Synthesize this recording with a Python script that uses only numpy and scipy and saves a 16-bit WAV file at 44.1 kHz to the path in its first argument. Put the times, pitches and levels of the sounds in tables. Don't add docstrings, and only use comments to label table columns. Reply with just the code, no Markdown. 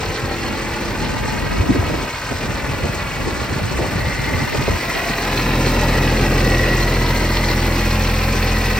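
import sys
import numpy as np
from scipy import signal
from scipy.fft import rfft, irfft, next_fast_len
from scipy.io import wavfile
from scipy.ndimage import uniform_filter1d

SR = 44100
rng = np.random.default_rng(int(sys.argv[2]) if len(sys.argv) > 2 else 0)


def bounce(signal):
    frames = np.transpose(np.atleast_2d(signal))
    limited = np.clip(frames, -1, 1)
    pcm = np.round(limited * 32767).astype(np.int16)
    wavfile.write(sys.argv[1], SR, pcm)


N = 387638
TIME, BINS = np.arange(N) / SR, np.fft.rfftfreq(next_fast_len(N), 1 / SR)


def gain_of(db):
    return 10 ** (np.asarray(db) / 20)


def evened(x):
    return x / np.sqrt(np.mean(x ** 2) + 1e-20)


def curve(rows, axis=1):
    columns = np.transpose(rows)
    return np.interp(TIME, columns[0], columns[axis])


def read(rows, axis=1):
    columns = np.transpose(rows)
    return np.interp(np.log(BINS + 1), np.log(columns[0] + 1), columns[axis])


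def filtered(x, response):
    size = next_fast_len(N)
    return irfft(rfft(x, size) * response, size)[..., :N]


def wander(rate_hz):
    return evened(filtered(rng.standard_normal(N), np.exp(-(BINS / rate_hz) ** 2)))


def swells(rows):
    return gain_of(sum(db * np.exp(-((TIME - s) / spread_s) ** 2) for s, spread_s, db in rows))


def arch(start_s, end_s, shape):
    return np.abs(np.sin(np.pi * np.clip((TIME - start_s) / (end_s - start_s), 0, 1))) ** shape


# clear_s, over_s
COVER_CLEARS, TREBLE_CLEARS = (3.9, .2), (4.55, .28)
KNOCK_CLEARS, BOOM_CLEARS = (5.31, .06), (5.28, .11)
NEAREST_S, PASSING_S = 6.15, 1.1


def carried(levels, clears):
    open_db, hidden_db, nearest_db = levels
    clear_s, over_s = clears
    in_view = 1 / (1 + np.exp((clear_s - TIME) / over_s))
    near = np.exp(-((TIME - NEAREST_S) / PASSING_S) ** 2)
    return gain_of(hidden_db + in_view * (open_db + nearest_db * near - hidden_db))


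# frequency_hz, coherence (0-1), left_lead_rad, left_minus_right_db
MICROPHONE_PORTS = [(60, 1.0, -0.0, -0.0), (200, 1.0, 0.0, 0.0), (330, 0.95, 0.08, 0.6),
                    (600, 0.8, 0.46, 1.6), (1000, 0.75, 0.21, 3.6), (1900, 0.89, 0.21, -1.3),
                    (3000, 0.58, 1.1, -0.3), (3700, 0.63, 0.61, -0.1), (4300, 0.6, 0.94, -1.5),
                    (5100, 0.79, 0.31, -0.0), (6000, 0.66, 1.59, 0.4), (6700, 0.63, 2.51, 0.1),
                    (7800, 0.59, -0.01, 0.0), (14000, 0.9, 0.0, 0.0)]


def ports(pair):
    same = np.clip(read(MICROPHONE_PORTS), 0, 1)
    side = gain_of(read(MICROPHONE_PORTS, axis=3) / 2)
    lead = np.exp(1j * read(MICROPHONE_PORTS, axis=2))
    shared, apart = np.sqrt((1 + same) / 2), np.sqrt((1 - same) / 2)
    ear = np.array([side * lead, 1 / side])
    return evened(filtered(pair[0], ear * shared) + filtered(pair[1], ear * apart * [[1], [-1]]))


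# time_s, rate_hz (firings a second)
IDLE_SPEED = [(0.0, 42.306), (1.0, 42.535), (2.0, 42.478), (3.0, 42.556), (4.0, 42.628), (5.0, 42.639),
              (6.0, 42.524), (7.0, 42.56), (8.0, 42.568), (8.8, 42.442)]


def crank():
    start_firings = .377
    return start_firings + np.cumsum(curve(IDLE_SPEED)) / SR + .004 * wander(9)


# clatter_db, injector_tick_db, low_knock_db, valve_gear_db
CYLINDER_STRENGTHS = [(-1, .6, 0, .4), (.6, -.4, .3, 1.1), (.8, 0, .8, 1), (.3, .9, .5, .8),
                      (-1.1, -.4, -.3, -1.6), (.9, .9, -.6, 0)]


def bursts(firings, at, sharpness, depth, axis):
    which, through = np.divmod(firings - at + 1.5, 1)
    which = which.astype(int)
    strength_db = np.array(CYLINDER_STRENGTHS)[which % len(CYLINDER_STRENGTHS), axis]
    strength_db = strength_db + .5 * rng.standard_normal(which[-1] + 1)[which]
    swell = np.sin(np.pi * through ** 0.7) ** (2 * abs(sharpness))
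    return uniform_filter1d(gain_of(strength_db), size=200) * (1 + depth * swell)


def rattle(firings, repeats):
    cylinders = len(CYLINDER_STRENGTHS)
    cycle_samples = round(cylinders * N / (firings[-1] - firings[0]))
    place = (firings / cylinders % 1 * cycle_samples).astype(int)
    pattern = rng.standard_normal((2, cycle_samples + 1))[:, place]
    share = np.clip(repeats, 0, 1)
    return filtered(pattern, np.sqrt(share)) + filtered(rng.standard_normal((2, N)), np.sqrt(1 - share))


# centre_hz, place_in_firing (firings), swell_depth (ratio), unevenness_db
RATTLING_PARTS = [(503, .5, .15, 2.8), (1100, 1.25, .12, .5), (1850, .95, .2, .8), (2750, .95, .42, 1),
                  (4270, .95, .06, 1.9), (6200, .85, .14, 1.9)]
# frequency_hz, beside_cab_db (per Hz), over_deck_db (per Hz)
CLATTER_COLOUR = [(100, -37, -11), (407, -13.5, -10.5), (640, -14, -13.5), (840, -12, -7.5),
                  (1430, -13, -12), (1930, -14, -10.5), (2520, -14, -12.5), (3310, -23.5, -18),
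                  (5800, -25.5, -18), (7300, -30.5, -28), (8820, -31.5, -29), (10400, -59, -92),
                  (16000, -72, -83)]
# time_s, place (0 beside the cab, 1 over the deck)
WALK = [(0, 0.47), (3.6, 0.065), (4.5, 0.48), (5.4, 0.61), (8.79, 0.92)]
CLATTER_DB = (-25, -27.5, 1)  # open_db, hidden_db, nearest_db
VALVES_ABOVE_HZ = 4000


def clatter(firings):
    shake = rattle(firings, repeats=0.39 / (1 + (BINS / 1000) ** 2))
    rattling = 0
    centres = np.log(np.sort(np.transpose(RATTLING_PARTS)[0]))
    for own, (hz, at, depth, uneven_db) in zip(np.eye(len(RATTLING_PARTS)), RATTLING_PARTS):
        register = np.interp(np.log(BINS + 1), centres, own)
        blows = bursts(firings, at=at, sharpness=2, depth=depth, axis=3 if hz > VALVES_ABOVE_HZ else 0)
        blows = blows * gain_of(uneven_db * (wander(250) + 0.7 * wander(19.0)))
        rattling = rattling + filtered(shake, register) * evened(blows)
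    place = np.clip(curve(WALK), 0, 1)
    middle = (BINS > 900) & (BINS < 6000)
    heard = 0
    for share, colour_db in ((1 - place, read(CLATTER_COLOUR)), (place, read(CLATTER_COLOUR, axis=2))):
        colour = gain_of(colour_db) / np.sqrt(np.mean(gain_of(colour_db) ** 2 * middle))
        heard = heard + share * filtered(evened(rattling), colour)
    delay_s = .003 + 0.00051 * wander(0.473)
    echo = np.array([np.interp(TIME - delay_s, TIME, channel) for channel in heard])
    return carried(CLATTER_DB, TREBLE_CLEARS) * ports(heard + 0.4 * echo) * np.std(heard)


# frequency_hz, width_hz, level_db (relative)
COVER_MODES = [(1935, 70, 0)]
# time_s, spread_s, change_db
COVER_LOBES = [(4.14, .19, 6.5), (4.95, .17, 4), (5.9, .12, 3), (6.65, .2, 6), (8.7, .33, 6)]
COVER_DB = (-40.5, -42.5, 5.5)  # open_db, hidden_db, nearest_db


def covers(firings):
    modes = sum(gain_of(db) / np.sqrt(width) / (1 + ((BINS - hz) / width) ** 2) for hz, width, db in COVER_MODES)
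    throb = bursts(firings, at=1.03, sharpness=1.3, depth=.5, axis=0)
    ring = filtered(rattle(firings, repeats=0.097), modes) * throb
    return carried(COVER_DB, COVER_CLEARS) * swells(COVER_LOBES) * ports(ring)


# start_s, end_s, first_hz, last_hz, width_hz, level_db
NOISE_BANDS = [(.3, 2.3, 200, 280, 50, -36), (-.4, 1.0, 470, 450, 70, -35), (.5, 1.66, 860, 860, 25, -38),
               (4, 4.65, 2110, 2035, 39, -32), (4.6, 5.2, 2070, 2060, 45, -36),
               (4.9, 5.4, 690, 690, 40, -39), (5, 6.2, 3950, 3850, 82, -39.5),
               (4.5, 7.0, 2400, 2700, 180, -34), (5.2, 6.4, 265, 235, 57, -27.5),
               (6.5, 7.9, 2030, 2045, 60, -32.5), (6.6, 7.9, 965, 965, 15, -39),
               (6.2, 7.4, 550, 510, 60, -34), (7.5, 10, 2480, 2600, 170, -33),
               (7.9, 9.2, 505, 480, 40, -35)]


def noise_bands(firings):
    throb = bursts(firings, at=1.02, sharpness=1.3, depth=.7, axis=0)
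    out = np.zeros(N)
    for start_s, end_s, first_hz, last_hz, width, db in NOISE_BANDS:
        progress = np.clip((TIME - start_s) / (end_s - start_s), 0, 1)
        turn = 2 * np.pi * np.cumsum(first_hz + (last_hz - first_hz) * progress) / SR
        a, b = filtered(rng.standard_normal((2, N)), 1 / (1 + (BINS / width) ** 2))
        band = evened(throb * (a * np.cos(turn) + b * np.sin(turn)))
        out += gain_of(db) * arch(start_s, end_s, 0.32) * band
    return out


def strikes(times, levels_db, crest_s):
    hits, age = np.zeros(N), np.arange(0, 10, 1 / (crest_s * SR))
    hits[np.clip(np.round(times * SR).astype(int), 0, N - 1)] = gain_of(levels_db)
    return signal.oaconvolve(hits, age * np.exp(1 - age))[:N]


# delay_firings, tick_db, ring_db (both relative)
VALVE_STRIKES = [(-.2, -5, -6), (-.15, -1, 1), (-.1, -1, 0), (-.17, 3, -.5), (-.1, -9, -8), (-.05, -1, 0)]
# time_s, tick_db, ring_db
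LOUD_CLINKS = [(5.374, -22, -24), (5.397, -30, -29), (5.658, -27, -29), (5.68, -29, -31), (6.824, -27, -26),
               (7.369, -20, -24), (7.442, -23, -36), (7.485, -29, -23), (8.008, -27, -34),
               (8.425, -28, -31)]
# time_s, spread_s, change_db
VALVE_LOBES = [(.1, .3, 3), (.47, .03, 6), (2.4, .5, -2), (4, .5, 2), (7.2, .5, 3)]
VALVE_TICK_DB, VALVE_RING_DB = (-32, -40, 0), (-36.5, -40.5, 0)  # open_db, hidden_db, nearest_db
VALVE_HZ, VALVE_WIDTH_HZ, VALVE_SPREAD_DB = 4280, 110, 2.2
RING_HOLD = .25
TICK_S, RING_S = .002, .005


def tappets(firings):
    count = np.arange(1, int(firings[-1]))
    delay, tick_db, ring_db = np.array(VALVE_STRIKES)[count % len(VALVE_STRIKES)].T
    times = np.interp(count + delay, firings, TIME)
    uneven_db = VALVE_SPREAD_DB * rng.standard_normal(len(count))
    loud_s, loud_tick_db, loud_ring_db = np.transpose(LOUD_CLINKS)
    usual_tick = carried(VALVE_TICK_DB, TREBLE_CLEARS) * strikes(times, tick_db + uneven_db, TICK_S)
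    tick = np.hypot(usual_tick, strikes(loud_s, loud_tick_db, TICK_S))
    usual_ring = RING_HOLD + strikes(times, ring_db + uneven_db, RING_S)
    usual_ring = carried(VALVE_RING_DB, TREBLE_CLEARS) * swells(VALVE_LOBES) * usual_ring
    ring = np.hypot(usual_ring, strikes(loud_s, loud_ring_db, RING_S))
    broad = 1 / (1 + (1900 / (BINS + 1)) ** 8) / (1 + (BINS / 5200) ** 6) / np.sqrt(BINS + 1)
    narrow = 1 / (1 + ((BINS - VALVE_HZ) / VALVE_WIDTH_HZ) ** 2)
    return sum(level * ports(filtered(rng.standard_normal((2, N)), colour))
               for level, colour in ((tick, broad), (ring, narrow)))


INJECTOR_DB = (-37, -45.5, -1)  # open_db, hidden_db, nearest_db


def injectors(firings):
    ticks = rng.standard_normal((2, N)) * bursts(firings, at=.82, sharpness=3, depth=.45, axis=1)
    colour = (1 - .8 * np.exp(-((BINS - 10300) / 600) ** 2)) / (1 + (6000 / (BINS + 1)) ** 4)
    upper = BINS > 10300
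    hiss = sum(filtered(ticks, colour * band) * gain_of(.9 * wander(20) + .8 * wander(300))
               for band in (upper, ~upper))
    return carried(INJECTOR_DB, TREBLE_CLEARS) * ports(hiss)


# frequency_hz, level_db (per Hz)
LOW_KNOCK_COLOUR = [(30, -9), (75, 0), (110, 1), (145, 2), (190, -1), (290, -3.5), (450, -1.5), (600, -6),
                    (900, -16.5), (2000, -33), (16000, -88)]
KNOCK_DB = (-27, -31, 5.5)  # open_db, hidden_db, nearest_db


def knock(firings):
    thuds = rattle(firings, repeats=.55 / (1 + (260 / (BINS + 1)) ** 4))
    blows = bursts(firings, at=.85, sharpness=2.5, depth=.25, axis=2) * gain_of(2 * wander(60))
    coloured = filtered(thuds * blows, gain_of(read(LOW_KNOCK_COLOUR)))
    return carried(KNOCK_DB, KNOCK_CLEARS) * ports(coloured)


# multiple (of the firing rate), near_pipe_db, far_end_of_deck_db
BOOM_LINES = [(1, 0, 0), (2, -9, -2.6), (3, -3.8, -6.8), (4, -17, -17), (5, -8.5, -6.3)]
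# time_s, spread_s, change_db
CAB_SIDE_LOBES = [(1.1, 0.55, 2.5), (3.5, 1.6, -1.5)]
EXHAUST_DB = (-21.5, -36, 0)  # open_db, hidden_db, nearest_db


def exhaust(firings):
    turn = 2 * np.pi * (firings - .46)
    along = np.interp(TIME, [6.7, 8.0], [0, 1])
    smear_rad, waver_db = .16, .6
    boom = 0
    for k, near_db, far_db in BOOM_LINES:
        level_db = near_db + along * (far_db - near_db) + waver_db * wander(24)
        boom = boom + gain_of(level_db) * np.cos(k * turn - smear_rad * (k - 1) ** 2)
    return -np.sqrt(2) * carried(EXHAUST_DB, BOOM_CLEARS) * swells(CAB_SIDE_LOBES) * boom


SHAFT = 38 / 3
# multiple (of the firing rate), level_db
GEAR_TONES = [(10 / 3, -15), (6, -16), (7, -17.5), (9, -21), (11, -19), (12, -21), (SHAFT, -17.5),
              (14, -15.5), (25, -23)]
GEAR_DB = (-28, -30.5, 6)  # open_db, hidden_db, nearest_db


def gears(firings):
    hum = 0
    for k, db in GEAR_TONES:
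        hum = hum + gain_of(db + 3.2 * wander(2.8)) * np.sin(2 * np.pi * k * firings + .5 * wander(3.2))
    return np.sqrt(2) * carried(GEAR_DB, KNOCK_CLEARS) * hum


EDDY_HZ = 220


def eddies(response, alike):
    same = np.clip(alike, 0, 1) / (1 + (BINS / EDDY_HZ) ** 2)
    shared, own = rng.standard_normal(N), rng.standard_normal((2, N))
    return evened(filtered(shared, response * np.sqrt(same)) + filtered(own, response * np.sqrt(1 - same)))


# start_s, end_s, level_db
WIND_GUSTS = [(.8, 1.6, -29.5), (1.397, 2.06, -24), (2.38, 3.125, -28.5), (3.172, 3.943, -24.5),
              (3.92, 4.784, -23.5)]
# time_s, spread_s, change_db
WIND_LULLS = [(.18, .03, -8), (.38, .03, -8), (2.08, .025, -8), (2.2, .08, -7), (3.46, .025, -8),
              (4.51, .05, -10), (4.82, .04, -6), (5.0, .03, -8)]
# frequency_hz, level_db (per Hz)
WIND_COLOUR = [(20, -22), (40, -2), (58, 6), (100, 3), (135, -1), (200, -3.5), (290, -4.5), (400, -8),
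               (700, -13), (1500, -27), (16000, -90)]
BREEZE_DB, GUST_SHAPE, FLUTTER_DB = -30.5, 0.17, 1.5
LEE_S, LEE_DB_PER_S = 5, -38


def wind():
    power = gain_of(BREEZE_DB + LEE_DB_PER_S * np.maximum(TIME - LEE_S, 0)) ** 2
    for start_s, end_s, db in WIND_GUSTS:
        power = power + (gain_of(db) * arch(start_s, end_s, GUST_SHAPE)) ** 2
    rumble = eddies(gain_of(read(WIND_COLOUR)), alike=0.93)
    strength = np.sqrt(np.abs(uniform_filter1d((rumble ** 2).mean(0), size=3200)) + 1e-6)
    grain = evened(rumble / strength * gain_of(FLUTTER_DB * wander(36)))
    return np.sqrt(power) * swells(WIND_LULLS) * grain


def buffet(db, low_hz, high_hz, length_s):
    age = np.arange(0, 2 * length_s, 1 / SR) / (length_s / 2)
    swell = age * np.exp(1 - age ** 2)
    noise = rng.standard_normal((3, SR // 2))
    edges = [low_hz, min(max(high_hz, 1.2 * low_hz), SR / 4)]
    band = signal.butter(N=2, Wn=edges, btype="band", fs=SR, output="sos")
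    air = signal.sosfilt(band, noise[0] + .5 * np.sqrt(low_hz * high_hz) / EDDY_HZ * noise[1:])
    strength = np.sqrt(np.mean(np.abs(signal.hilbert(air)) ** 2, axis=0))
    grain = (air / strength ** .7)[:, -len(age):]
    soften = signal.butter(N=3, Wn=min(1.4 * high_hz, SR / 4), fs=SR, output="sos")
    thump = signal.sosfiltfilt(soften, swell * grain)
    return gain_of(db) * evened(thump) * np.sqrt(np.mean(swell ** 2))


# start_s, level_db, lowest_hz, highest_hz, length_s
WIND_BUFFETS = [(.075, -24, 45, 140, .06), (.22, -26, 60, 300, 0.052), (.495, -23.5, 170, 400, 0.036),
                (1.0, -23, 100, 380, .08), (1.15, -25, 45, 140, 0.045), (1.593, -12, 45, 115, 0.04),
                (1.686, -11.5, 169, 330, 0.045), (1.692, -16, 60, 170, 0.037),
                (1.742, -17.5, 230, 420, 0.049), (1.785, -14.5, 55, 140, .035),
                (1.818, -23, 200, 800, .025), (1.892, -23, 180, 650, 0.032), (1.937, -22, 170, 650, .03),
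                (2.305, -21.5, 120, 700, 0.038), (2.435, -21.5, 60, 219, .035),
                (2.485, -23, 60, 160, 0.031), (2.68, -22.5, 60, 200, 0.039), (2.825, -18.5, 45, 170, .055),
                (2.83, -23, 200, 600, 0.058), (2.885, -21, 60, 200, 0.031), (3.235, -21, 50, 150, .035),
                (3.265, -22, 150, 420, .04), (3.51, -20, 50, 200, 0.041), (3.555, -21, 50, 200, 0.042),
                (3.628, -18.5, 50, 130, 0.039), (3.78, -22, 130, 700, .1), (3.812, -22.5, 60, 160, .04),
                (3.95, -18, 55, 150, .035), (4.07, -20, 55, 150, 0.036), (4.18, -22.5, 60, 150, .04),
                (4.335, -16, 55, 140, .035), (4.4, -20, 80, 230, 0.058), (4.542, -19.5, 200, 600, .025),
                (4.575, -18, 40, 200, .05), (4.618, -21.5, 150, 400, 0.019),
                (4.672, -18.5, 150, 750, 0.033), (4.693, -15.5, 40, 120, 0.038),
                (4.732, -17, 50, 160, .025), (5.094, -21, 50, 220, .03)]


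def buffets():
    out = np.zeros((2, N))
    for start_s, db, low_hz, high_hz, length_s in WIND_BUFFETS:
        air, at = buffet(db, low_hz, high_hz, length_s), round(start_s * SR)
        out[:, at:at + air.shape[1]] += air
    return out


# time_s, spread_s, change_db
LOW_MID_DIPS = [(1.25, .06, -3), (1.53, .055, -4), (2.17, .07, -8), (2.28, .04, -4), (3.11, .07, -6),
                (3.66, .04, -10), (4.15, .03, -8), (4.24, .03, -5), (4.49, .04, -7), (4.65, .02, -5)]


def dipped(x):
    low_mids = filtered(x, 1 / (1 + (170 / (BINS + 1)) ** 4) / (1 + (BINS / 750) ** 4))
    bass = filtered(x, 1 / (1 + (BINS / 150) ** 4))
    return x + (swells(LOW_MID_DIPS) - 1) * low_mids + (np.sqrt(swells(WIND_LULLS)) - 1) * bass


# start_s, end_s, level_db
CROSSING_WINDS = [(.33, .58, -37), (1.05, 1.97, -28.5), (1.48, 1.7, -27), (3.6, 3.78, -32),
                  (4.18, 4.78, -28.5), (4.94, 5.0, -31), (5.95, 6.45, -38)]
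# frequency_hz, level_db (per Hz)
CROSSING_COLOUR = [(20, -10), (50, 0), (140, 0), (300, -2), (700, -8), (1200, -17), (2500, -38),
                   (16000, -90)]


def crosswinds():
    power = sum(gain_of(db) ** 2 * arch(start_s, end_s, .5) for start_s, end_s, db in CROSSING_WINDS)
    rumble = filtered(rng.standard_normal(N), gain_of(read(CROSSING_COLOUR))) * gain_of(2.5 * wander(25))
    return np.sqrt(power) * evened(rumble) * [[1], [-1]]


WHINE = 136 / 3
LOBED_TONES = {5: [(1.1, .6, -42)], 8: [(.55, .55, -33), (5.6, .35, -32), (6.65, .7, -27.5),
               (7.6, .5, -31.5)], 16: [(2.8, 2, -47), (5.1, .33, -34.5), (5.95, .35, -41)],
               24: [(2, 2, -43.5), (5.45, .55, -35.5), (8.5, .9, -43)], WHINE: [(1.5, 2.5, -44),
               (4.2, .35, -32.5), (4.92, .26, -32), (5.4, .15, -36), (6.0, .3, -32.5), (6.65, .27, -26.5),
               (7.3, .45, -36), (8.7, .35, -31.5)]}
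TONE_WAVER_DB, TONE_THROB = 2.2, .4
TONE_JITTER = .0016


def tones(firings):
    throb = evened(bursts(firings, at=1.03, sharpness=1.3, depth=TONE_THROB, axis=0))
    flutter = gain_of(TONE_WAVER_DB * wander(25))
    turns = firings + TONE_JITTER * wander(22)
    out = 0
    for k, lobes in LOBED_TONES.items():
        power = sum((gain_of(db) * np.exp(-((TIME - s) / spread_s) ** 2)) ** 2 for s, spread_s, db in lobes)
        unsteady = evened((throb * flutter) ** (k / WHINE))
        out = out + np.sqrt(2 * power) * unsteady * np.sin(2 * np.pi * k * turns)
    return out


# time_s, peak_db
EXHAUST_POPS = [(5.783, -10), (5.901, -11), (6.018, -12), (6.231, -10), (6.371, -10), (6.395, -12),
                (6.442, -7), (6.512, -8)]
POP_S = .0008
PUFF_DB = (-29, -46, 8.5)  # open_db, hidden_db, nearest_db
PUFF_AT, PUFF_S, PUFF_SPREAD_DB = .41, .0011, 3.5


def puffs(firings):
    which, through = np.divmod(firings - PUFF_AT + 1.5, 1)
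    which = which.astype(int)
    chance = np.minimum(rng.standard_normal(which[-1] + 1), 2)
    strength = gain_of(PUFF_SPREAD_DB * chance)[which]
    from_crest_s = (through - .5) / curve(IDLE_SPEED)
    crests = strength * np.exp(-(from_crest_s / PUFF_S) ** 2)
    pops = sum(gain_of(db) * np.exp(-((TIME - s) / POP_S) ** 2) for s, db in EXHAUST_POPS)
    return -carried(PUFF_DB, BOOM_CLEARS) * crests - pops


def scene():
    firings = crank()
    sources = (clatter, covers, noise_bands, tappets, injectors, knock, exhaust, gears, tones, puffs)
    engine = sum(source(firings) for source in sources)
    return dipped(engine + wind()) + buffets() + crosswinds()


def record(dry):
    thinned = filtered(dry, 1 / np.sqrt(1 + (36 / (BINS + 1)) ** 14))
    band_limit = signal.firwin(511, 15850, window=("kaiser", 9), fs=SR)
    return signal.oaconvolve(thinned, band_limit[None], "same")


dry = scene()
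out = record(dry)
bounce(out)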